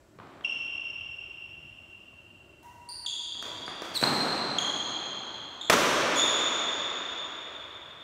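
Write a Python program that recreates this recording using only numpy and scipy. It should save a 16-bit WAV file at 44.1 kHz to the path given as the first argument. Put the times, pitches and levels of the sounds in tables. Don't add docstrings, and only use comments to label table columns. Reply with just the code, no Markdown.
import sys
import numpy as np
from scipy import signal
from scipy.fft import rfft, irfft, next_fast_len
from scipy.io import wavfile
from scipy.ndimage import uniform_filter1d, map_coordinates

SR = 44100
rng = np.random.default_rng(int(sys.argv[2]) if len(sys.argv) > 2 else 0)


def transcribe(u):
    v = np.clip(np.atleast_2d(u).T, -1, 1)
    q = np.round(v * 32767).astype(np.int16)
    wavfile.write(sys.argv[1], SR, q)


N = 354123


def amp(db):
    return 10 ** (np.asarray(db) / 20)


def unit(x):
    return x / np.sqrt(np.mean(x ** 2) + 1e-20)


def unit_energy(x):
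    return x / np.linalg.norm(x)


def along(points, hz):
    point_hz, values = np.transpose(points)
    return np.interp(np.log(hz + 1), np.log(point_hz + 1), values)


def coloured(x, spectrum, tilt_db):
    size = next_fast_len(len(x) + 8192)
    hz = np.fft.rfftfreq(size, 1 / SR)
    gain_db = along(spectrum, hz) + tilt_db * np.log2((hz + 1) / 1000)
    cepstrum = irfft(np.log(amp(gain_db) + 1e-6), size)
    cepstrum[1:size // 2] *= 2
    cepstrum[size // 2 + 1:] = 0
    response = np.exp(rfft(cepstrum))
    return irfft(rfft(x, size) * response, size)[:len(x)]


def echoes(walls):
    # (frequency [Hz], time to fall by 60 dB [s])
    hall_fading = [(80, 2.6), (150, 2.97), (300, 3.7), (1000, 4.74), (3000, 4.69), (5000, 3.3),
                   (7000, 2.26), (10000, 1.42), (15000, 1.03)]
    hz, t, noise_bins = signal.stft(rng.standard_normal(4 * SR), SR, nperseg=512)
    fade = amp(-60 * t / along(hall_fading, hz)[:, None])
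    tail = signal.istft(noise_bins * fade, SR, nperseg=512)[1]
    t = np.arange(len(tail)) / SR
    swell = 0.5 + 0.25 * (1 - np.exp(-(t / 0.019) ** 2))
    near_walls = 1 + walls * np.exp(-((t - 0.036) / 0.0095) ** 2)
    return unit_energy(tail * swell * near_walls)


def add(out, start_s, direct, all_round, hall_db, walls=0.15):
    heard = amp(hall_db) * signal.fftconvolve(all_round, echoes(walls))
    heard[:len(direct)] += direct
    part = out[round(start_s * SR):]
    part[:len(heard)] += heard[:len(part)]


def knock(spectrum, tilt_db, contact_s):
    t = np.arange(SR // 3) / SR
    grip = np.exp(-(3 * t / contact_s) ** 2) * (1 - np.exp(-t / 0.0004))
    pushes = np.sign(rng.standard_normal(len(t))) * grip
    rattle = unit_energy(coloured(pushes, spectrum, tilt_db))
    click = unit_energy(coloured(t == 0, spectrum, tilt_db))
    return amp(4) * rattle, click


def hum():
    # (frequency [Hz], level per Hz [dB])
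    hum_colour = [(15, -51), (25, -19.5), (50, -4), (90, 2.5), (195, -5.5), (280, -6.5), (325, 0.5),
                  (380, -2.5), (480, -14), (600, -4.5), (754, -13.5), (1500, -15), (2280, -22),
                  (3720, -25.5), (7000, -28.5), (7700, -23.5), (8400, -31), (16000, -38)]
    # (frequency [Hz], RMS wander [dB])
    wander = [(40, 3), (350, 2.5), (900, 1.5)]
    hum_db = -59
    hz, _, noise_bins = signal.stft(rng.standard_normal(N), SR, nperseg=1024)
    patches = uniform_filter1d(rng.standard_normal(noise_bins.shape), size=3, axis=0)
    patches = uniform_filter1d(patches, size=12, axis=1)
    level_db = along(wander, hz)[:, None] * unit(patches)
    noise = signal.istft(noise_bins * amp(level_db), nperseg=1024)[1][:N]
    return amp(hum_db) * unit(coloured(noise, hum_colour, 0))


def feet(out):
    # (time [s], level [dB], brightness [dB/octave], hall answer [dB])
    steps = [(0.187, -25.5, -1.5, 11), (.199, -23.5, -1.5, 9.5), (0.271, -36, 3, 11),
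             (.409, -27.5, -1, 6.5), (1.48, -36.5, -3.5, 6.5), (2.13, -36, -4, 8), (3.05, -33, 1, 8),
             (3.35, -28, -1.5, 11.5), (3.679, -13, 2, 8), (3.912, -30, -5.5, 16.5), (4.027, -0.5, -1, 10),
             (4.036, -4.5, 0, 10)]
    # (frequency [Hz], level per Hz [dB])
    stamp = [(35, -40), (60, -32.5), (130, -9), (300, -4.5), (480, -9.5), (700, -7), (1200, -7.5),
             (2350, -18), (4000, -23.5), (9000, -48.5), (16000, -60)]
    for start_s, db, tilt_db, hall_db in steps:
        rattle, click = knock(stamp, tilt_db, contact_s=0.012)
        add(out, start_s, amp(db) * rattle, amp(db) * click, hall_db)


def unsteadiness(u):
    return map_coordinates(rng.standard_normal(24), [u * 16 + 2])


def shoes_squeak(out):
    # (time [s], length [s], start pitch [Hz], end pitch [Hz], level [dB],
    #           first overtone, an octave up [dB], hall answer [dB])
    squeaks = [(.439, 0.013, 3370, 2850, -40, -22.5, 11), (0.446, 0.015, 2837, 2664, -20, -18.5, 3.5),
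               (2.888, 0.015, 4305, 4850, -36, -6, 10.5), (3.061, 0.012, 3705, 3210, -23.5, -10, 7),
               (3.661, 0.011, 4690, 4730, -37.5, -15, 2.5), (3.941, .038, 4950, 3754, -23.5, -7.5, 1),
               (4.037, 0.01, 4315, 4070, -12.5, -17.5, 0), (4.584, .0098, 3555, 3084, -16, -7, 2.5),
               (5.61, 0.015, 3800, 3260, -32.5, -11, 7.5), (6.156, 0.027, 3540, 3302, -33, -1, 18.5),
               (6.19, 0.023, 3620, 3568, -30, -17, 17.5)]
    # (frequency [Hz], level per Hz [dB])
    rub_colour = [(500, -35.5), (2000, 3.5), (5000, 4), (12000, -10.5), (16000, -8)]
    for start_s, length_s, hz0, hz1, db, octave_db, hall_db in squeaks:
        u = np.arange(int(length_s * SR)) / (length_s * SR)
        slips, grip = unsteadiness(u), unsteadiness(u)
        aimed_hiss_db = -5.5 + 0.44 * hall_db
        skid = length_s > 0.03
        if skid:
            bend, peak = u, 0.95
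            fall_db, hiss_db = -8.5, -16.5
            aimed_db = -3.5
        else:
            bend, peak = 1 - (1 - u) ** 2, 0.22
            fall_db, hiss_db = -20, -16.5 + 1.27 * octave_db
            aimed_db = aimed_hiss_db

        waver = 0.0071 + 0.11 * abs(hz1 / hz0 - 1)
        pitch_hz = (hz0 + (hz1 - hz0) * bend) * (1 + waver * slips)
        phase = 2 * np.pi * np.cumsum(pitch_hz) / SR
        tone = np.sin(phase)
        overtones = 0
        for k in range(3):
            overtone_db = octave_db + k * fall_db + k * (k - 1) * 2
            overtones = overtones + amp(overtone_db) * np.sin((k + 2) * phase)

        rise_and_fall = np.minimum(u / peak, (1 - u) / (1 - peak))
        swell = amp(db + 1.5 * grip) * np.sin(np.pi / 2 * rise_and_fall) ** 1.5
        slide = amp(db) * np.minimum(1, np.minimum(u / 0.15, 10 * (1 - u)))
        rub = slide if skid else swell
        hiss = amp(hiss_db) * rub * unit(coloured(rng.standard_normal(len(u)), rub_colour, 0))
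        even_hiss = unit_energy(coloured(u == 0, rub_colour, 0)) * np.linalg.norm(hiss)

        direct = swell * (tone + amp(aimed_db) * overtones) + amp(aimed_hiss_db) * hiss
        all_round = swell * (tone + overtones) + even_hiss
        add(out, start_s, direct, all_round, hall_db)


def rackets(out):
    # (time [s], crack level [dB], string ring base level [dB], lowest string tone [Hz],
    #        brightness [dB/octave], contact [s], hall answer [dB], near walls' extra strength [share])
    hits = [(2.629, -41, -54.5, 962, 7, 0.023, 16.5, .2), (3.425, -17, -49.5, 989, -0.5, 0.0087, 10.5, .3),
            (3.82, -13, -54, 1000, -.5, 0.0055, 8, 0.22), (4.014, -13.5, -52, 1008, 2, .008, 14, 0.17),
            (5.698, 9, -34, 1009, 0, .024, 10, 0.86)]
    # (frequency before tightening [Hz], average level over the base [dB],
    #                time to fall by 60 dB [s])
    strings = [(966, 0.5, 0.19), (1112, -11, 0.083), (1340, -18, 0.13), (1518, -12, 0.14),
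               (1918, -15, 0.086), (1990, -22, 0.069)]
    # (frequency [Hz], level per Hz [dB])
    crack = [(35, -30), (60, -20), (150, -12), (305, -3), (500, -4), (620, -1), (780, -9.5), (1150, -2.5),
             (1800, -9), (3340, -11.5), (4850, -18.5), (5840, -13.5), (9000, -24.5), (15500, -30.5)]
    t = np.arange(SR // 3) / SR
    for start_s, db, ring_db, low_hz, tilt_db, contact_s, hall_db, walls in hits:
        rattle, click = knock(crack, tilt_db, contact_s)
        tightness = low_hz / strings[0][0]
        ring = 0
        for hz, level_db, fade_s in strings:
            tone_db = ring_db + level_db + rng.normal(0, 3.4)
            ring = ring + amp(tone_db - 60 * t / fade_s) * np.sin(2 * np.pi * hz * tightness * t)
        add(out, start_s, amp(db) * rattle + ring, amp(db) * click + ring, hall_db, walls)


def scene():
    out = hum()
    for add_source in (shoes_squeak, rackets, feet):
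        add_source(out)
    return out[None]


def record(dry):
    memory_s, knee_db = 0.06, -25
    top_hz, edge_hz = 15750, 150
    keep = np.exp(-1 / (memory_s * SR))
    power = signal.lfilter([1 - keep], [1, -keep], dry ** 2)
    level = dry * (1 + power / amp(knee_db) ** 2) ** -0.2
    size = next_fast_len(N + 4096)
    hz = np.fft.rfftfreq(size, 1 / SR)
    edge = np.clip((top_hz - hz) / edge_hz + 0.5, 0, 1) ** 2
    return irfft(rfft(level, size) * edge, size)[..., :N]


dry = scene()
out = record(dry)
transcribe(out)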